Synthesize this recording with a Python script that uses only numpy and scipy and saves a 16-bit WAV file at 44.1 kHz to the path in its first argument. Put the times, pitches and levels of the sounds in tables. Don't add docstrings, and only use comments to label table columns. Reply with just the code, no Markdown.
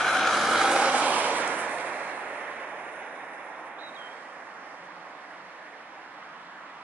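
import sys
import numpy as np
from scipy import signal
from scipy.fft import rfft, irfft, next_fast_len
from scipy.io import wavfile
from scipy.ndimage import uniform_filter1d, map_coordinates

SR = 44100
rng = np.random.default_rng(int(sys.argv[2]) if len(sys.argv) > 2 else 0)


def wrap_up_sound(samples):
    columns = np.atleast_2d(samples).T
    tamed = np.clip(columns, -1, 1)
    steps = np.round(tamed * 32767).astype(np.int16)
    wavfile.write(sys.argv[1], SR, steps)


def boost(x):
    u = np.asarray(x, float) / 20
    return 10 ** u


N = 301196
WIN, HOP = 1024, 256
HZ = np.maximum(np.arange(WIN // 2 + 1) * SR / WIN, 1)[:, None]

# pitch_hz, likeness_scattered (0-1), likeness_in_sight (0-1),
# pan_share_near, pan_share_away
PORTS = [(60, 0.92, 0.94, 0.29, -0.59), (296, 0.99, 1, 0.074, 0.3), (660, 0.94, 0.96, 0.28, 0.18),
         (985, 0.9, 0.95, 0.61, 0.93), (1505, 0.96, 0.24, 0.65, 0.74), (1920, 0.2, 0.81, 0.76, 0.63),
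         (2690, 0.76, 0.66, 1.09, -0.62), (3820, 0.5, 0.34, 0.25, 1.65), (4560, 0.75, 0.49, 0.037, 0.42),
         (5400, 0.06, 0.64, 0.08, -0.24), (6700, 0.42, 0.9, -0.24, 0.78), (7800, 0, 0.45, -0.29, -0.48),
         (10000, 0, 0.46, 0.19, 0.63), (10700, 0.13, 0.45, -0.099, 2.2)]
LAG_AWAY = 4.2
TOP_HZ = 11090


def over_hz(table, index=1):
    t = np.array(table)
    return np.interp(np.log(HZ), np.log(t[:, 0]), t[:, index])


def over_time(table, at):
    s, *columns = np.transpose(table)
    return [np.interp(at, s, c) for c in columns]


def after(t, s, span):
    return .5 + .5 * np.tanh((t - s) / span / 2)


def swells(t, table, span):
    return sum(db * np.exp(-((t - s) / span) ** 2) for s, db in table)


def resonances(hz, table):
    return sum(db * np.exp(-((hz - centre) / w) ** 2) for centre, w, db in table)


def walk(frames, rate, bands_per_octave):
    lattice = rng.standard_normal((40, 400))
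    rows = np.log2(np.maximum(HZ, 30) / 30) * bands_per_octave + 0 * frames
    columns = np.clip(frames * rate, 0, 398) + 0 * HZ
    field = map_coordinates(lattice, [rows, columns], order=3)
    return field / field.std()


def spread(gain, alike, lag, pan_db):
    noise = rng.standard_normal((3, N))
    shared, left, right = signal.stft(noise, SR, nperseg=WIN, noverlap=WIN - HOP)[2]
    alike = np.clip(alike, 0, 1)
    lag = lag / (1 + (2400 / HZ) ** 6)
    left = np.sqrt(alike) * shared * np.exp(-2j * np.pi * HZ * lag / SR) + np.sqrt(1 - alike) * left
    right = np.sqrt(alike) * shared + np.sqrt(1 - alike) * right
    pair = gain * np.array([left * boost(pan_db / 2), right * boost(-pan_db / 2)])
    return signal.istft(pair, SR, nperseg=WIN, noverlap=WIN - HOP)[1][:, :N]


def drone(t, hz, db, width, count):
    kicks = rng.standard_normal((count, N)) * np.sqrt(2 * np.pi * width / count / SR)
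    drift = np.cumsum(uniform_filter1d(uniform_filter1d(kicks, size=90), size=90), axis=1)
    own_hz = hz + (np.arange(count)[:, None] / (count - 1) - .5) * width
    start = 2 * np.pi * rng.random((count, 1))
    return 2 * np.pi * np.cumsum(own_hz, axis=1) / SR + drift + start, boost(db) * np.sqrt(2 / count)


def bearing(t):
    return 1.5 - 14 * after(t, 0.78, 0.26) + 3.5 * after(t, 1.7, 0.22)


def damper(frames):
    loss_db = -12.5 * np.exp(-((frames - 2.35) / 1.17) ** 2) - 5.0
    loss_db = loss_db + 8 * after(frames, 3.87, 0.034)
    loss_db = loss_db - 7 * (after(frames, 3.705, .006) - after(frames, 3.785, .008))
    edge_hz = 4100 + 450 * (1 - after(frames, 2.4, 0.1))
    return loss_db / (1 + (edge_hz / HZ) ** 24)


def passing_bands(frames):
    band_changes = [(.1, .16, 4650, 4680, -5), (.15, .16, 2450, 2450, 2.5), (.15, 0.085, 4020, 3950, 3),
                    (.55, 0.19, 2600, 2620, -8), (.69, .1, 2850, 3280, -9), (.72, 0.065, 4300, 4200, -4),
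                    (.92, 0.072, 2420, 2550, -8), (1.03, 0.18, 3500, 3600, 1), (1.15, 0.083, 1900, 1850, -5),
                    (1.3, .15, 3250, 3250, 1), (1.47, 0.079, 1460, 1450, 7), (1.62, .1, 4750, 4750, -6),
                    (1.9, 0.24, 2980, 3000, -9), (1.9, 0.44, 7700, 7700, 1.5), (2.1, 0.19, 4070, 4150, 7),
                    (2.2, 0.13, 10050, 10050, 2), (2.9, 0.3, 1220, 1300, -6), (3.0, .6, 7950, 7800, -8),
                    (3.0, 0.23, 6200, 6200, 3), (3.1, 0.21, 3700, 3700, 4), (3.25, 0.33, 4400, 4400, -6),
                    (3.4, 0.32, 3100, 3100, -6)]
    width = 0.044
    out = 0
    for s, span, first_hz, last_hz, db in band_changes:
        along = (frames - s) / span
        hz = (first_hz + last_hz) / 2 + (last_hz - first_hz) / 2 * np.clip(along, -2, 2)
        out = out + db * np.exp(-along ** 2 - ((HZ / hz - 1) / width) ** 2)
    return out


def town(frames):
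    # pitch_hz, level_db (per Hz)
    far_colour = [(50, -28), (125, -21.5), (180, -14.5), (300, 1), (420, -24), (750, 1), (1100, 3.5),
                  (1450, 1.5), (1900, -1.5), (2500, -9.5), (3300, -13.5), (4500, -20.5), (6500, -30.5),
                  (11000, -47)]
    gain = boost(over_hz(far_colour))
    gain = gain * boost(-47.5) / np.sqrt(np.mean(gain ** 2))
    bass = 1 / (1 + (HZ / 250) ** 2)
    swell_db = (1.4 + bass) * (bass + .5) * walk(frames, 2.55, 2.3) + 1.17 * walk(frames, 14, 2.91)
    swell_db = swell_db + damper(frames) + .6 * passing_bands(frames)
    next_car = after(frames, 5.1, 0.51) - .5
    swell_db = swell_db + 4 * next_car * np.exp(-np.log2(HZ / 2780) ** 2)
    return spread(gain * boost(swell_db), over_hz(PORTS, index=2), LAG_AWAY, -3.6 * over_hz(PORTS, index=3))


def lorry(t):
    # start_s, level_db
    surges = [
        (4.9, 9.5),
        (5.4, 6.5),
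        (6.37, 6.5),
        (6.79, 4),
    ]
    db = -71.5 + swells(t, surges, 0.17)
    turn, size = drone(t, 174.4 + 0 * t, db, 25.0, count=3)
    return np.clip((t - 3.36) / 0.16, 0, 1) * size * np.sin(turn).sum(axis=0)


def bird(t):
    # start_s, length_s, first_hz, last_hz, level_db
    whistles = [(3.783, .056, 3740, 3800, -58), (3.788, .03, 3920, 3950, -61),
                (3.803, .038, 4200, 3980, -62), (3.833, .066, 3900, 3790, -53), (3.9, .03, 3680, 3750, -70),
                (3.932, .022, 3900, 4600, -66.5), (3.95, .02, 3830, 3720, -53.5),
                (3.964, .068, 3300, 3200, -54.5), (4.03, .055, 3170, 3150, -55),
                (4.085, .045, 3090, 3330, -61), (4.13, .08, 3230, 3330, -68.5),
                (4.26, .05, 3100, 3230, -70)]
    droop_hz, droop_s = 113, 0.0098
    out = 0
    flutter = uniform_filter1d(uniform_filter1d(rng.standard_normal((2, N)), size=90), size=90)
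    flutter = flutter / flutter.std()
    waver = .022 * np.sin(2 * np.pi * 62 * t) + .02 * flutter[0]
    waver = 1 + waver * np.clip((3.85 - t) / .02, .3, 1)
    for s, length, first_hz, last_hz, db in whistles:
        done = np.clip((t - s) / length, 0, 1)
        hz = first_hz + (last_hz - first_hz) * done - droop_hz * np.exp(-(1 - done) * length / droop_s)
        edge = np.clip(np.minimum(t - s, s + length - t) / 0.0031, 0, 1)
        tone = np.sin(2 * np.pi * np.cumsum(hz * waver) / SR)
        out = out + np.sqrt(2) * edge * boost(db + 2 * flutter[1]) * tone
    fade = np.exp(-np.arange(SR // 2) / SR / .2)
    tail = rng.standard_normal((2, SR // 2)) * fade * boost(-44.5)
    direct = np.array([boost(0.5) * np.roll(out, shift=4), boost(6.0) * out])
    return direct + signal.fftconvolve(out[None], tail, axes=1)[:, :N]


def hums(t):
    hum_tones = [(.45, .35, 211, -48.5), (.65, 0.34, 332, -45.5), (.72, 0.071, 349, -38),
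                 (.87, .08, 535.5, -34), (1.08, .08, 530, -39), (1.331, 0.091, 474.5, -39.5),
                 (.1, 0.22, 1491, -39), (.85, 0.123, 1495, -37.5), (.9, 0.095, 1298, -41),
                 (.5, 0.26, 2934, -53), (.65, .2, 3340, -49), (1.65, 0.24, 3670, -64),
                 (3.5, 0.16, 1843, -54), (4.26, 0.027, 1940, -53)]
    width_hz = 8
    out = 0
    for s, span, hz, db in hum_tones:
        near = slice(max(int((s - 3 * span) * SR), 0), int((s + 3 * span) * SR))
        kicks = np.zeros(N)
        kicks[near] = rng.standard_normal(N)[near] * np.sqrt(2 * np.pi * width_hz / SR)
        turn = 2 * np.pi * hz * t + np.cumsum(uniform_filter1d(kicks, size=200))
        out = out + np.sqrt(2) * boost(db) * np.exp(-((t - s) / span) ** 2) * np.sin(turn)
    return out


def grit(t):
    # start_s, level_db (peak), pitch_hz, length_ms, pan_db (left minus right)
    snaps = [(1.4773, -21.5, 7700, .11, -4), (1.585, -40, 9600, .3, -4), (.976, -32, 9300, .35, -3),
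             (2.192, -51, 10100, .8, -4), (2.851, -57, 9400, .4, -4), (3.05, -60, 5530, .6, -1.5),
             (3.159, -64, 5520, .6, -2), (3.25, -63, 6260, .6, -2.5), (3.383, -59, 5330, 1.0, 0),
             (3.685, -66, 10300, .8, -2)]
    out = np.zeros((2, N))
    for s, db, hz, ms, pan_db in snaps:
        snap = np.exp(-((t - s) / ms * 1000) ** 2) * np.cos(2 * np.pi * hz * (t - s))
        out += boost(db + np.array([[pan_db], [-pan_db]]) / 2) * snap
    return out


def engine(t):
    # multiple, level_db (abreast), rise_db_per_s (before), fall_db_per_s (after)
    firing_tones = [(1, -72, -4, 26), (2, -56, 6, 12.5), (3, -59.5, -5, 6)]
    # multiple, level_db (against the third)
    upper_tones = [(4, -4), (5, -23), (6, -27), (7, -6)]
    firing_hz, leaves_s = 49.54, 0.64
    turn = 2 * np.pi * firing_hz * t
    coming, gone = np.maximum(leaves_s - t, 0), np.maximum(t - leaves_s, 0)
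    stack = [(k, db - rise * coming - fall * gone) for k, db, rise, fall in firing_tones]
    third_db = stack[-1][1]
    stack = stack + [(k, third_db + db) for k, db in upper_tones]
    wander = np.cumsum(rng.standard_normal((2, len(stack), N // HOP + 1)), axis=2)
    wander = wander - uniform_filter1d(wander, size=90)
    wander_s = np.arange(wander.shape[2]) * HOP / SR
    out = 0
    for (k, db), *pair in zip(stack, *wander):
        slip, swell = (np.interp(t, wander_s, uniform_filter1d(w, size=12) / w.std()) for w in pair)
        phase = k * (turn + 0.38 * slip) + 2 * np.pi * rng.random()
        out = out + np.sqrt(2) * boost(db + swell) * np.sin(phase)
    return out


def fan(t):
    # start_s, pitch_hz, level_db
    blade_song = [
        (0, 1480, -45),
        (.25, 1330, -31),
        (.5, 1282, -33),
        (.66, 1290, -31),
        (.8, 1320, -50),
        (1.0, 1320, -35),
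        (1.2, 1326, -77),
        (1.5, 1320, -90),
    ]
    turn, size = drone(t, *over_time(blade_song, t), 110 + 0 * t, count=5)
    return size * np.sin(turn).sum(axis=0) * boost(0.3 * np.array([bearing(t), -bearing(t)]))


def whine(t):
    # start_s, pitch_hz, level_db
    tread_tone = [(0, 730, -37), (.15, 750, -31), (.22, 765, -32), (.4, 770, -34), (.53, 772, -32.5),
                  (.66, 782, -31), (.9, 800, -27), (1.1, 885, -27.5), (1.35, 955, -33.5), (1.7, 940, -75)]
    # start_s, level_db
    in_step = [(.03, -31), (.06, -33), (.09, -30), (.125, -31.5), (.165, -30), (.46, -29), (.55, -40),
               (.612, -27.5), (0.645, -22), (.686, -27), (.728, -31), (.757, -25.5), (0.793, -25.5),
               (.828, -25), (0.852, -26), (.884, -31), (.915, -28.5), (0.947, -28.5), (1.012, -32),
               (1.073, -26.5), (1.1, -38), (1.17, -29)]
    flare_s, flare_wander_hz = .011, 22
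    hz, db = over_time(tread_tone, t)
    width = 30 + 61 * t + 170 * np.exp(-((t - 1.1) / .15) ** 2)
    turn, size = drone(t, hz, db - 3, width, count=9)
    kicks = uniform_filter1d(rng.standard_normal(N), size=180)
    drift = np.cumsum(kicks) * np.sqrt(2 * np.pi * flare_wander_hz / SR)
    flares = sum(boost(level) * np.exp(-((t - s) / flare_s) ** 2) for s, level in in_step)
    tone = size * np.sin(turn).sum(axis=0)
    tone = tone + np.sqrt(2) * flares * np.sin(2 * np.pi * np.cumsum(hz) / SR + drift)
    return tone * boost(0.19 * np.array([bearing(t), -bearing(t)]))


def tyres(frames):
    # start_s, level_db (rush), away (0-1)
    path = [(0, -34, 0.12), (.3, -31.5, 0.12), (.6, -28, 0.27), (.85, -27, 0.35), (1.1, -26.5, 0.38),
            (1.4, -29, 0.58), (1.7, -32.5, 0.75), (2.2, -36.5, 0.88), (2.7, -39, 0.85), (3.1, -41.5, 0.87),
            (3.8, -44, 0.84), (4.3, -45, 0.82), (5.1, -47.5, 0.75), (5.7, -49, 0.9), (6.83, -51, 0.56)]
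    # pitch_hz, level_db (per Hz)
    near_colour = [(50, -20), (125, -20.5), (190, -10), (300, -3), (420, -11.5), (550, -4), (700, -6.5),
                   (1050, 7.5), (1250, 3), (1620, 1.5), (1950, -8.5), (2250, -11), (4000, -13.5),
                   (6700, -17.5), (11000, -20.5)]
    away_colour = [(50, -46), (125, -31), (180, -17.5), (420, -6.5), (750, 3), (1200, 0), (1800, 6.5),
                   (2500, -5.5), (3000, -17.5), (4050, -33.5), (4350, -26), (7800, -32), (8700, -34),
                   (11000, -44.5)]
    # pitch_hz, width_hz, level_db
    grooves = [(5200, 310, 3.5), (6200, 180, 2.5), (7400, 150, -0.5), (7950, 330, 0), (8800, 260, 5),
               (9580, 300, 7.5)]
    bay = [(1070, 135, -7.5), (1400, 250, 0.5), (2000, 64, -6), (2240, 260, 1), (2560, 100, -0.5),
           (3500, 120, 2), (3900, 82, 3), (4350, 220, -2), (5200, 200, -0.5), (6500, 250, 3.5)]
    # low_hz, high_hz
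    zones = [(300, 1100), (1200, 1900), (2500, 5000), (7500, 11000)]
    # behind_db, nose_adds_db, corner_adds_db, air_loss_db_per_s
    zone_rules = [(-8, 14, 1.1, -0.52), (-6, 3.5, -5, 1.5), (-10.5, 0.6, -1.5, 6)]
    # start_s, level_db
    passes = [(.16, 1), (.36, 4), (.52, 3), (.72, 4.5), (.98, 4), (1.18, 4.5), (1.38, 3.5), (1.44, -2.5),
              (1.59, 6.5), (1.73, 3), (1.78, 3.5), (1.99, 2), (2.19, 4), (2.3, 1), (2.38, 2), (2.45, 0),
              (2.6, 0), (2.8, 3), (2.925, 5), (2.96, 5), (3.0, 10), (3.07, 6), (3.12, 5), (3.18, 2),
              (3.26, 4), (3.335, 4), (3.4, 4), (3.45, 7), (3.49, 7), (3.595, 6), (3.665, 6), (4.0, 4),
              (4.15, 1)]
    corner_s = 1.48

    body_db, away = over_time(path, frames)
    nose = 1 - after(frames, 0.67, 0.15)
    hidden = after(frames, corner_s, 0.066)
    lag = -1.2 + (LAG_AWAY + 1.2) * after(frames, .62, .19)
    colour_db = (1 - away) * over_hz(near_colour) + away * over_hz(away_colour)
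    gain = boost(colour_db + away * resonances(HZ, grooves) + nose * resonances(HZ, bay))

    echo_hz = 885 - 50 * away
    echo = np.maximum(0.37 * (1 - after(frames, 0.93, 0.15)), .42 * (1 - away))
    bounce = np.exp(-HZ / TOP_HZ) * np.exp(-2j * np.pi * (HZ / echo_hz - .6))
    gain = gain * np.abs(1 + echo * bounce)

    gone = np.clip(frames, corner_s, 4.5) - corner_s
    above_db = [db + nose_db * nose + corner_db * hidden - air * gone
                for db, nose_db, corner_db, air in zone_rules]
    inside = [(HZ[:, 0] > lo) & (HZ[:, 0] < hi) for lo, hi in zones]
    have = [np.sqrt(2 / WIN * np.sum(gain[rows] ** 2, axis=0)) for rows in inside]
    zone_db = np.array([body_db, *(body_db + d for d in above_db)]) - 20 * np.log10(have) + 0.29
    centres = np.log([np.sqrt(lo * hi) for lo, hi in zones])
    zone = np.interp(np.log(HZ[:, 0]), centres, np.arange(len(zones)))
    trim_db = sum(np.maximum(1 - np.abs(zone - k), 0)[:, None] * d for k, d in enumerate(zone_db))

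    turns_db = swells(frames, [p for p in passes if p[0] < 2.7], 0.034) - 1.5
    turns_db = turns_db + swells(frames, [p for p in passes if p[0] >= 2.7], 0.02)
    bright = 1 / (1 + ((6500 + 1700 * away) / HZ) ** 9)
    bumps_db = .55 * walk(frames, 56, .3) / (1 + (900 / HZ) ** 4)
    flutter_db = .6 * walk(frames, 7, 3) + bumps_db + 1.3 * bright * walk(frames, 26, 1.6)

    sight = after(frames, 1, 0.037) * (1 - 0.11 * frames)
    alike = (1 - sight) * over_hz(PORTS, index=1) + sight * over_hz(PORTS, index=2)
    alike = alike + .09 * sight * bright * turns_db
    shade = (1 - away ** 2) * over_hz(PORTS, index=3) + away ** 2 * over_hz(PORTS, index=4)
    level_db = trim_db + bright * turns_db + flutter_db + passing_bands(frames) + .5 * damper(frames)
    return spread(gain * boost(level_db), alike, lag, bearing(frames) * shade)


def jolt(t, rush):
    # start_s, level_db
    seams = [(0.043, 0.5), (.17, 2), (0.277, 3.5), (.35, 1.5), (0.471, 1), (.643, 0.5), (.72, 1.5),
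             (0.764, 4), (.825, 0), (.95, 2), (1.071, 0), (1.107, 0.5), (1.17, 1), (1.56, -1), (1.695, 2),
             (1.785, 2.5)]
    upper = signal.sosfiltfilt(signal.butter(2, 1050, "high", fs=SR, output="sos"), rush)
    turn = 2 * np.pi * (49.4 * t - .46)
    throb = .14 * (1 - after(t, 1.0, .2)) * (np.cos(turn) + .4 * np.cos(2 * turn))
    return (rush + throb * upper) * boost(swells(t, seams, 0.0034))


def scene():
    t = np.arange(N) / SR
    frames = np.arange(-(-N // HOP) + 1) * HOP / SR
    street = town(frames) + lorry(t) + bird(t)
    steady = hums(t) + grit(t) + engine(t)
    return street + steady + jolt(t, fan(t) + whine(t) + tyres(frames))


def band_limit(x):
    return signal.sosfilt(signal.butter(12, 11740, fs=SR, output="sos"), x)


def record(dry):
    # pitch_hz, width_hz, level_db
    cavities = [(5770, 360, 2), (10420, 270, 4)]
    size = next_fast_len(N + SR // 4)
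    hz = np.arange(size // 2 + 1) * SR / size
    treble = np.clip((TOP_HZ - hz) / 100, 0, 1)
    bass = np.clip(hz / 60, 0, 1)
    response = boost(resonances(hz, cavities)) * treble * bass
    mix = irfft(rfft(dry, size) * response, size)[:, :N]
    return band_limit(mix)


dry = scene()
out = record(dry)
wrap_up_sound(out)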